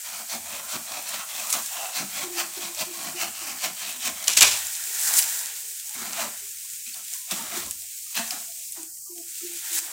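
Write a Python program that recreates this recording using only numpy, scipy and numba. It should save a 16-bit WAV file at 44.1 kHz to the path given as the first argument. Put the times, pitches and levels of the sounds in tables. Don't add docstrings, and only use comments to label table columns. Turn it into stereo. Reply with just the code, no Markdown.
import sys
import numpy as np
from scipy import signal
from scipy.fft import rfft, irfft, next_fast_len
from scipy.io import wavfile
from scipy.ndimage import uniform_filter1d, map_coordinates
from numba import njit

SR = 44100
rng = np.random.default_rng(int(sys.argv[2]) if len(sys.argv) > 2 else 0)


def linear_from_db(decibels):
    return 10 ** (np.asarray(decibels, float) / 20)


def unload_wav(signal):
    wavfile.write(
        sys.argv[1],
        SR,
        np.round(np.clip(np.atleast_2d(signal).T, -1, 1) * 32767).astype(np.int16),
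    )


N = 437451


def level(x, db):
    return x * linear_from_db(db) / np.sqrt(np.mean(x ** 2))


@njit
def svf(x, hz, width_hz, bend):
    y, band, low = np.empty(len(x)), 0., 0.
    tuned, damping = np.tan(np.pi * hz / SR), width_hz / hz
    for i in range(len(x)):
        g = tuned * bend[i]
        v = (band + g * (x[i] - low)) / (1 + g * (g + damping))
        band = 2 * v - band
        low += 2 * g * v
        y[i] = damping * v
    return y


def steepen(x, hz, width_hz):
    return level(svf(x, 1. * hz, 1. * width_hz, np.ones(len(x))), 0)


def above(x, hz):
    return signal.sosfilt(signal.butter(4, hz, "high", fs=SR, output="sos"), x)


def colour(x, spectrum):
    hz, db = np.transpose(spectrum)
    size = next_fast_len(len(x))
    log_hz = np.log(np.fft.rfftfreq(size, 1 / SR) + 1)
    gain = linear_from_db(np.interp(log_hz, np.log(hz), db))
    return level(irfft(rfft(x, size) * gain, size)[:len(x)], 0)


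def read(rows):
    s, *columns = np.transpose(rows)
    return [np.interp(np.arange(N) / SR, s, c) for c in columns]


def walk(rate):
    place = np.arange(0, N + 64, 64) * rate / SR
    coarse = map_coordinates(rng.standard_normal(int(place[-1]) + 2), [place], order=3)
    return np.interp(np.arange(N), 64 * np.arange(len(place)), coarse)


def grains(share, spread_db, smear_s):
    size_db = spread_db * np.minimum(rng.exponential(size=N), 4)
    starts = (rng.random(N) < share) * linear_from_db(size_db)
    return level(signal.lfilter([1], [1, -np.exp(-1 / (smear_s * SR))], starts), 0)


def body(push, modes, drift=0., patchy_db=0.):
    total = 0
    for hz, width_hz, db in modes:
        gain = linear_from_db(db + patchy_db * walk(rate=9))
        bend = np.exp(drift * walk(rate=6))
        total = total + gain * svf(push * rng.standard_normal(N), 1. * hz, 1. * width_hz, bend)
    return level(total, 0)


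def swells(s, db, rise_s, fall_s, round_top, floor_db):
    t = np.arange(0, N + 64, 64) / SR
    s, db, rise_s, fall_s = (np.reshape(c, (-1, 1)) for c in (s, db, rise_s, fall_s))
    away = np.where(t < s, (s - t) / np.abs(rise_s), (t - s) / np.abs(fall_s))
    hump_db = db - 10 * np.minimum(away, 20) ** round_top
    power = np.sum(linear_from_db(2 * hump_db), axis=0)
    return 10 * np.log10(np.interp(np.arange(N) / SR, t, power) + linear_from_db(2 * floor_db))


def rings(rows, swell_s):
    out, age = np.zeros(N + 8192), np.arange(8192) / SR / swell_s
    for s, db, hz in rows:
        tone = np.sin(2 * np.pi * hz * swell_s * age)
        out[int(s * SR):][:len(age)] += linear_from_db(db) * age * np.exp(1 - age) * tone
    return out[:N]


def air():
    # hz, db_per_hz
    air_spectrum = [(15, -55), (30, -31), (72, -20.5), (300, -30), (570, -35), (1300, -36), (2500, -34),
                    (3800, -33), (4500, -11), (8100, 1.5), (11300, -8), (15200, -2.5), (16500, -25)]
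    return linear_from_db(-40.0 + 0.28 * walk(rate=4.8)) * colour(rng.standard_normal(N), air_spectrum)


def leaves():
    # time_s, leaf_level_db, bough_weight_db
    shaking = [(0, -40.5, 3.5), (1.2, -41.5, -4.5), (1.9, -39.5, 1.5), (4.25, -43, 4.5), (4.45, -30, 17),
               (4.7, -32.5, 1), (4.95, -36, -3), (5.15, -26.5, 8), (5.45, -31.5, 2.5), (5.75, -40.5, -9.5),
               (6.5, -40.5, -9.5), (7.9, -40, -26), (8.73, -37.5, -36), (8.93, -58.5, -4),
               (9.24, -61.5, -4), (9.36, -42.5, -9.5), (9.7, -34.5, -6), (9.92, -42, 17)]
    # peak_s, level_db, rise_10db_s, fall_10db_s, weight_db
    brushes = [(1.535, -29.5, -0.1147, 0.23, -1), (5.0, -33, 0.3958, 0.28, -2),
               (5.08, -27.5, 0.1941, 0.1973, 6.5), (5.191, -16.5, 0.1138, 0, -2.5),
               (5.8, -43.5, -1, -0.5, -26.5), (5.93, -48.5, 0.16, -1, 2.5), (6.12, -41, -7.18, 0.22, -21),
               (6.21, -33, 0.13, 0.14, 16), (6.45, -41, -0.25, 1.05, -19),
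               (7.14, -31.5, -0.06, 0.084, -9.5), (7.32, -33.5, 0.03, 0.3, -10.5),
               (7.57, -31.5, -0.0269, 0.039, 16.5), (7.97, -41.5, -1.28, 0.24, -26),
               (8.179, -28.5, 0.0123, 0.1189, 13.5), (8.32, -40, 0.0154, 0.1238, 11.5),
               (8.765, -43, 0.02, 0.1123, 12.5), (9.38, -34, 0.142, 0.13, -18),
               (9.52, -38.5, 0.09, -0.1, -4.5), (9.18, -47, -0.07, .03, -15),
               (9.24, -54.5, -0.15, 2.74, -7.5), (9.791, -21.5, 0.094, 0.01, -1),
               (9.85, -38.5, 0.094, -3.28, 5)]
    # hz, db_per_hz
    leaf_spectrum = [(2350, -41), (4000, -10.5), (6200, -2.5), (7540, 1.5), (11600, -7), (15200, -4),
                     (16200, -7.5), (16500, -48)]
    twig_spectrum = [(1250, -45.5), (1750, -10.5), (2090, -4.5), (2280, -0.5), (3910, -1), (5000, -9.5),
                     (6500, -26.5), (11000, -120)]
    bough_spectrum = [(110, -35), (200, -12), (480, -12.5), (660, -1), (901, 2.5), (1600, -7), (2080, -24),
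                      (3520, -120)]
    stem_spectrum = [(1050, -44.5), (1380, -6), (1550, -3), (1900, -2), (2500, -20)]
    steady_db, weight_db = read(shaking)
    s, db, rise_s, fall_s, pull_db = np.transpose(brushes)

    def shake(share):
        settle_s = fall_s * (1 - 0.364 * share)
        return swells(s, db + share * pull_db, rise_s, settle_s, 0.928, steady_db + share * weight_db)

    leaf_db = shake(0)
    twig_db = -10 + shake(0.1293) - leaf_db
    bough_db = -23.5 + shake(1) - leaf_db
    stem_db = -15 + shake(0.486) - leaf_db
    twig_db = twig_db - 0.362 * np.maximum(leaf_db + 35.5, 0)
    rattle = linear_from_db(-13.5) * grains(0.0039, 5.2, 0.0016)
    leaf = colour(rng.standard_normal(N) * (linear_from_db(1.72 * walk(rate=31)) + rattle), leaf_spectrum)
    twig = colour(rng.standard_normal(N) * (linear_from_db(1.09 * walk(rate=18)) + rattle), twig_spectrum)
    bough = colour(rng.standard_normal(N) * linear_from_db(1.78 * walk(rate=15)), bough_spectrum)
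    stem = linear_from_db(stem_db + 2.0 * walk(rate=20)) * colour(rng.standard_normal(N), stem_spectrum)
    return linear_from_db(leaf_db - 1.0) * (leaf + stem + linear_from_db(twig_db) * twig + linear_from_db(bough_db) * bough)


def strokes(lag_s, sharp, stretch, column):
    # time_s, blade_db, wood_rel_db, branch_thud_rel_db
    pushes = [(.33, -33, -3, -12.5), (.735, -32.5, -2.5, -14.5), (1.55, -32.5, -1.5, -12),
              (1.99, -30, -4.5, -8.5), (2.4, -29, -4.5, -17), (2.805, -29.5, -5, -15.5),
              (3.225, -29, -5.5, -10.5), (3.645, -29.5, -5, -13.5), (4.06, -28, -7, -14.5),
              (6.21, -30.5, -1.5, -11.5), (8.178, -35.5, -5, -7.5)]
    # time_s, blade_db, wood_rel_db, branch_thud_rel_db
    pulls = [(.14, -41, -3.5, -19.5), (.55, -41, -0.5, -10.5), (.95, -41, -2.5, -12.5),
             (1.14, -35.5, -5, -19.5), (1.385, -37.5, -4.5, -20.5), (1.8, -40, 0, -24),
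             (2.19, -38, -4.5, -12.5), (2.62, -39, -4, -18), (3.03, -39, -3, -10.5), (3.46, -36.5, -4, -15),
             (3.87, -37.5, -6, -13), (4.23, -42, -6, -16), (6.07, -42.5, 0, -11), (7.4, -44, 0.5, -10),
             (7.57, -40, -2.5, -7.5)]
    # time_s, blade_db, wood_rel_db, branch_thud_rel_db
    catches = [
        (5.95, -40, -5.5, -11.5),
        (6.87, -42.5, -31, -20.5),
        (6.95, -47, -3.5, -13.5),
        (7.315, -32, -8, -12),
        (8.15, -32, -10.5, -32),
        (8.32, -38.5, -1.5, -12.5),
        (8.77, -55.5, 0, -7.5),
    ]
    # rise_10db_s, fall_10db_s, roundness of the top, share of the lag
    push_shape, pull_shape = (.045, .042, 1.4, 0.89), (0.1096, 0.094, 3, 0.1054)
    catch_shape = (.006, .055, 1.2, 0.303)
    db = -95
    for rows, shape in ((pushes, push_shape), (pulls, pull_shape), (catches, catch_shape)):
        rise_s, fall_s, round_top, late = shape
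        c = np.transpose(rows)
        peak_db = c[1] + (c[column] if column else 0)
        db = swells(c[0] + late * lag_s, peak_db, rise_s * sharp, fall_s * stretch, round_top, db)
    return db


def saw():
    # hz, width_hz, level_db
    branch_modes = [(127.2, 27, -9.5), (215, 41.4, 2), (308.5, 125, -1.5)]
    # hz, width_hz, level_db
    wood_modes = [(626.9, 69.7, 2), (724.8, 99, 3.5), (923, 96, -3.5), (1061, 49.2, 3), (1327, 214, 1),
                  (1670, 234, -3.5)]
    # hz, width_hz, level_db
    blade_modes = [(1951, 258, -3.5), (2451, 292, 3), (3150, 252, 0.5), (4050, 753, 0), (4606, 620, -17)]
    # hz, width_hz, level_db
    kerf_modes = [(5805, 1170, 1), (7510, 2700, 0), (11900, 6600, -16.5), (15210, 5100, -2.5)]
    blade_db = strokes(0, 0.99, 1, column=0)
    wood_db = strokes(0.00783, 0.898, 1.284, column=2) - blade_db
    thud_db = strokes(0.0248, 0.558, 1.252, column=3) - blade_db
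    teeth_hz = 260.3 * np.exp(.03 * (blade_db + 40.5) + 0.17 * walk(rate=90))
    tooth = np.cumsum(teeth_hz / SR)
    bite = linear_from_db(1.5 * rng.standard_normal(N // 20))[tooth.astype(int)]
    tear = bite * (.9 + np.exp(-(tooth % 1) / .3))
    tear = level(tear, 0) + linear_from_db(-16) * grains(0.0077, 3.3, 0.0011)
    chatter = linear_from_db(1.76 * walk(rate=40))
    blade = above(body(tear, blade_modes, drift=.07, patchy_db=2), 1100)
    wood = steepen(body(tear, wood_modes, drift=0.037, patchy_db=3.0), 958, 1400)
    wood = linear_from_db(wood_db - 0.5) * above(wood, 442)
    thud = body(tear, branch_modes, drift=0.099, patchy_db=3.0)
    thud = steepen(steepen(thud, 200, 350), 200, 350)
    thud = linear_from_db(thud_db + 2.28 * walk(rate=26)) * thud
    chips = linear_from_db(1.5 + 0.036 * (blade_db + 34.0)) * body(tear, kerf_modes)
    return linear_from_db(blade_db - 0.5) * chatter * (blade + wood + thud + chips)


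def snaps():
    # start_s, tick_peak_db, centre_hz, splinter_tail_rel_db
    fibres = [(0.2982, -27.5, 6200, -9.5), (0.7127, -23.5, 8700, -13.5), (1.089, -18, 7860, -13.5),
              (1.503, -13, 7260, -10.5), (1.5269, -3, 6780, -15), (1.6608, -14.5, 6770, -17),
              (2.7482, -20.5, 6430, -16), (4.2265, -20.5, 8380, -12.5), (4.2415, -21, 5990, -8),
              (4.28, -7, 7230, -12), (4.374, -5.5, 7400, -9.5), (4.4083, 3, 6850, -18.5),
              (5.0722, -11.5, 8450, -11), (5.1572, -15.5, 7650, -20), (5.1886, -4.5, 8700, -9.5),
              (5.798, -23.5, 7910, -8.5), (5.894, -17, 8290, -19.5), (5.9422, -22.5, 8820, -9),
              (6.943, -27, 7900, -7.5), (7.1300, -18.5, 8430, -22.5), (7.311, -17, 7530, -11.5),
              (7.858, -26, 8070, -18), (7.7099, -7.5, 8520, -22.5), (8.1460, -27, 8100, -14),
              (8.3071, -14.5, 4960, -11), (8.722, -16, 8940, -29.5), (8.8314, -15, 8300, -24),
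              (8.973, -24, 8120, -23.5), (9.1795, -24.5, 7650, -14), (9.5734, -17.5, 7720, -19)]
    out, t = np.zeros(N + 4096), np.arange(4096) / SR
    for (s, db, hz, tail_db), noise in zip(fibres, rng.standard_normal((len(fibres), len(t)))):
        tick = np.sin(2 * np.pi * hz * t) * np.exp(-t * hz / 1.8) * np.minimum(t * hz, 1.3)
        tail = steepen(noise, hz, hz) + 0.22 * steepen(noise, 3150, 2500)
        t60_s = 0.0439 * linear_from_db(0.22 * (db + 9))
        tail = level(tail, tail_db) * np.exp(-np.log(1000) * t / t60_s)
        out[int(s * SR):][:len(t)] += linear_from_db(db + 3.5) * (tick + tail)
    return signal.sosfilt(signal.butter(3, 1800, "high", fs=SR, output="sos"), out[:N])


def short_notes():
    # start_s, peak_db, pitch_hz
    note_rows = [(4.43, -32.5, 1007), (4.43, -33.5, 658.6), (4.89, -56, 430), (5.52, -60.5, 457),
                 (5.9, -51.5, 850), (5.97, -45, 227.2), (6.06, -42.5, 766), (6.07, -52, 229),
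                 (6.18, -30.5, 683.6), (6.21, -46.5, 230), (6.73, -63.5, 169.4), (6.82, -67.5, 795),
                 (6.87, -56, 229.4), (6.96, -53, 710.4), (6.97, -54, 1350), (7.12, -59.5, 708),
                 (7.33, -42.5, 199), (7.39, -37.5, 914), (7.52, -40, 689), (7.57, -43, 1378),
                 (7.57, -42, 345), (8.06, -58.5, 1232), (8.1, -67, 1037), (8.19, -36, 685.7),
                 (8.19, -35.5, 914), (8.19, -34, 227.3), (8.31, -46.5, 1265), (8.31, -41, 748),
                 (8.33, -45, 286.7), (8.62, -63.5, 691), (0.52, -43, 642), (0.33, -44, 1033),
                 (1.83, -44, 682), (2.4, -43.5, 745), (3.24, -41.5, 705), (8.77, -54, 812.5),
                 (8.78, -51.5, 976), (9.06, -60, 1183), (9.07, -64, 970), (9.11, -62.5, 944),
                 (9.26, -67, 1404), (9.4, -57.5, 1310), (9.51, -60, 831), (9.52, -63, 627),
                 (9.64, -52, 918), (9.64, -53.5, 1266)]
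    return rings(note_rows, swell_s=0.00943)


def ground():
    # peak_s, level_db, fall_10db_s
    steps = [(.41, -63, 0.47), (1.62, -66, 0.18), (2.03, -69, 0.7), (2.85, -58, 0), (3.28, -64.5, -0.3),
             (4.11, -60.5, 0.12), (4.43, -50, 0.1759), (5.19, -64, 0.24), (6.07, -66, 0.5),
             (6.27, -65, 0.02), (7.45, -66, 0.46), (7.68, -50, -0.0553), (8.25, -75, 0.5), (9.5, -63.5, 0)]
    s, db, fall_s = np.transpose(steps)
    thud_db = swells(s, db, .06, fall_s, 1.08, floor_db=-76.5)
    soil = above(steepen(body(1, [(78.2, 104, 0)]), 72.3, 80), 48)
    return linear_from_db(thud_db + 1.2 * walk(rate=17)) * soil


def ticks():
    # centre_s, peak_db
    clicks = [(1.0262, -18), (1.0828, -23), (1.0933, -15.5), (1.0971, -21), (1.1189, -21.5), (1.2381, -27),
              (1.3471, -26), (1.512, -10.5), (1.5314, -12), (1.5363, -17), (1.5392, -8.5), (1.7488, -21),
              (1.7702, -26.5), (2.3971, -20.5), (3.2239, -22.5), (3.4774, -19.5), (3.9107, -22),
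              (3.9269, -16.5), (4.0619, -22.5), (4.3329, -15), (4.7263, -17), (4.7527, -14), (4.7577, -16),
              (4.7654, -14.5), (4.821, -19.5), (4.9957, -12), (5.0039, -11.5), (5.0133, -8), (5.0288, -13),
              (5.0436, -17), (5.0757, -12.5), (5.0885, -10.5), (5.0899, -9), (5.176, -6), (5.1805, -5),
              (5.1906, 5.5), (5.1922, -3.5), (5.1975, -6), (5.2254, -3), (5.2532, -18.5), (5.2911, -21.5),
              (5.4594, -13), (5.5817, -25.5), (5.7921, -22), (5.8805, -25), (6.1328, -12), (6.2453, -17),
              (7.1378, -12.5), (7.1441, -21.5), (7.3159, -18), (7.6036, -15), (7.6637, -16), (8.1533, -10),
              (8.1968, -17), (8.3104, -17), (8.7234, -14), (8.7407, -24), (8.9863, -25), (9.3061, -25),
              (9.346, -22.5)]
    out, t = np.zeros(N + 64), np.arange(-32, 32) / SR
    for (s, db), off in zip(clicks, rng.standard_normal(len(clicks))):
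        hz = 8564 * np.exp(.2 * off)
        click = np.exp(-(t / .00008) ** 2 / 2) * np.sin(2 * np.pi * hz * t + 1)
        out[int(s * SR) - 32:][:64] += linear_from_db(db) * click
    return out[:N]


def blade_pips():
    # start_s, peak_db, pitch_hz
    touches = [
        (1.396, -31, 2542),
        (6.863, -39.5, 2510),
        (6.865, -40, 4050),
        (6.935, -35, 4440),
        (6.943, -41.5, 3610),
    ]
    return rings(touches, swell_s=0.0028)


def far_knocks():
    # start_s, length_s, pitch_hz, level_db
    knock_rows = [(2.228, 0.27, 348.9, -41.5), (2.562, 0.1325, 351.6, -44.5), (2.848, 0.13, 347.4, -48.5),
                  (3.133, 0.098, 344.8, -47), (3.405, 0.074, 325.6, -50), (3.697, 0.072, 4570, -49),
                  (4.864, 0.094, 389.5, -61), (5.334, 0.254, 430.6, -63), (5.624, 0.104, 420, -66.5),
                  (6.407, 0.035, 398.5, -64.5), (6.627, 0.037, 1035, -66), (7.138, 0.116, 1025, -59.5),
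                  (7.805, 0.042, 694, -66), (8.307, 0.128, 710, -52.5), (8.444, 0.115, 673, -64),
                  (8.522, 0.113, 667, -70), (8.772, 0.081, 323.7, -50.5), (9.089, 0.1505, 342, -47),
                  (9.142, 0.078, 685, -60), (9.408, 0.15, 346.2, -45), (9.698, 0.15, 332.5, -52)]
    t, out = np.arange(N) / SR, 0
    waver, wobble = linear_from_db(3.5 * walk(rate=35)), .55 * walk(rate=45)
    for s, length_s, hz, db in knock_rows:
        age = np.clip(t - s, 0, 1)
        sag = 0.117 * age ** 2 / 2
        sharp_start = 0.00212 * np.exp(-age / 0.0256)
        phase = 2 * np.pi * hz * (age - sag - sharp_start) + wobble * min(hz / 330, 1.4)
        rise = np.sin(np.pi / 2 * np.minimum(age / .022, 1)) ** 2
        fade = np.exp(-age / .14 - np.maximum(age - length_s, 0) / .03) * (age < 1)
        out = out + linear_from_db(db + 5.0) * rise * fade * np.sin(phase)
    breath = 1 + linear_from_db(-9.5) * walk(rate=160)
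    return out * waver * breath


def limb():
    # start_s, peak_db, tear_length_s, low_share_db, fade_9db_s
    bursts = [(4.2721, -12.5, 0.0038, -15, 0.0051), (4.2793, 0.5, 0.0045, -19, -0.0003),
              (4.2919, -4, 0.00123, -22, 0.0004), (4.297, -12.5, .007, -20.5, 0.024),
              (4.309, -25, 0.026, -21, 0.12), (4.367, -8, 0.00354, -17, -0.0061),
              (4.371, -2.5, 0.0038, -17.5, -0.0106), (4.3842, -12.5, .001, -21.5, -0.0042),
              (4.389, -19, .006, -26, 0.05), (4.4078, 4.5, 0.00514, -9.5, 0.0013),
              (4.4185, 4, 0.0046, -12, -0.005), (4.428, 1.5, .003, -14, 0.0048),
              (4.443, -10.5, .01, -16, 0.0274), (4.468, -11, .004, -6.5, 0.0226),
              (4.512, -15, .002, -14.5, 0.049)]
    # hz, db_per_hz
    splinter_spectrum = [(59, -51.5), (100, -25), (331, -12), (427, -39.5), (615, -12), (699, -30),
                         (1950, -4.5), (2680, 3.5), (4680, 2), (7480, 5), (9470, -3.5), (15500, -10.5),
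                         (16500, -28.5)]
    t, push, low = np.arange(N) / SR, 0, 0
    for s, db, length_s, low_db, fade_s in bursts:
        age = np.maximum(t - s, 0)
        after = np.maximum(age - length_s, 0)
        push = push + linear_from_db(db) * np.minimum(age / 0.00065, 1) * np.exp(-after / abs(fade_s))
        low = low + linear_from_db(db + low_db) * np.minimum(age / 0.0092, 1) * np.exp(-after / 0.01634)
    cracks = 0.74 + 0.307 * grains(0.0035, 1.5, 0.0027)
    splinters = colour(rng.standard_normal(N) * cracks, splinter_spectrum)
    wood = body(1, [(650, 250, -9), (1160, 1030, 0.0), (2457, 414, 7)])
    return linear_from_db(-10.5) * (push * splinters + low * wood)


@njit
def walls(x, lags, gain, damp):
    line, soft, out = np.zeros((8, 4096)), np.zeros(8), np.zeros(len(x))
    for i in range(len(x)):
        total = 0.
        for k in range(8):
            soft[k] += (1 - damp) * (gain[k] * line[k, (i - lags[k]) & 4095] - soft[k])
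            total += soft[k]
            out[i] += soft[k] * (1 - 2 * (k % 2))
        for k in range(8):
            line[k, i & 4095] = x[i] + soft[k] - total / 4
    return out


def scene():
    shrub = leaves() + snaps() + short_notes() + ticks() + limb()
    near = shrub + saw() + blade_pips() + ground() + far_knocks()
    lags, t60_s = rng.integers(600, 2600, 8), 0.4064
    echo = walls(near + 1e-18, lags, linear_from_db(-60 * lags / SR / t60_s), 0.264)
    mono = near + linear_from_db(-17) * echo
    return np.array([mono, mono])


def hush(x):
    threshold_db, far_rel_db, top_hz = 15, -7, 3880
    hz, _, bins = signal.stft(x, SR, nperseg=1024)
    far = signal.stft(air(), SR, nperseg=1024)[2] * ((hz > 380) & (hz < top_hz))[:, None]
    threshold = linear_from_db(2 * threshold_db) * np.mean(np.abs(far) ** 2, axis=1, keepdims=True)
    bins = bins + linear_from_db(threshold_db + far_rel_db) * far
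    power = uniform_filter1d(np.abs(bins) ** 2, size=3, axis=1)
    power = uniform_filter1d(power, size=3, axis=0) + 1e-18
    gain = np.sqrt(np.maximum(1 - (threshold / power) ** 2, 0))
    gain = uniform_filter1d(gain, size=2, axis=1)
    return signal.istft(bins * gain, SR, nperseg=1024)[1][:N]


def roll_off(x):
    return signal.sosfilt(signal.butter(12, 16990, fs=SR, output="sos"), x)


def record(dry):
    mono = .66 * np.tanh((hush(dry[0]) + air()) / .66)
    mono = signal.sosfilt(signal.ellip(10, .2, 70, 15850, fs=SR, output="sos"), mono)
    return roll_off(np.array([mono, mono]))


dry = scene()
out = record(dry)
unload_wav(out)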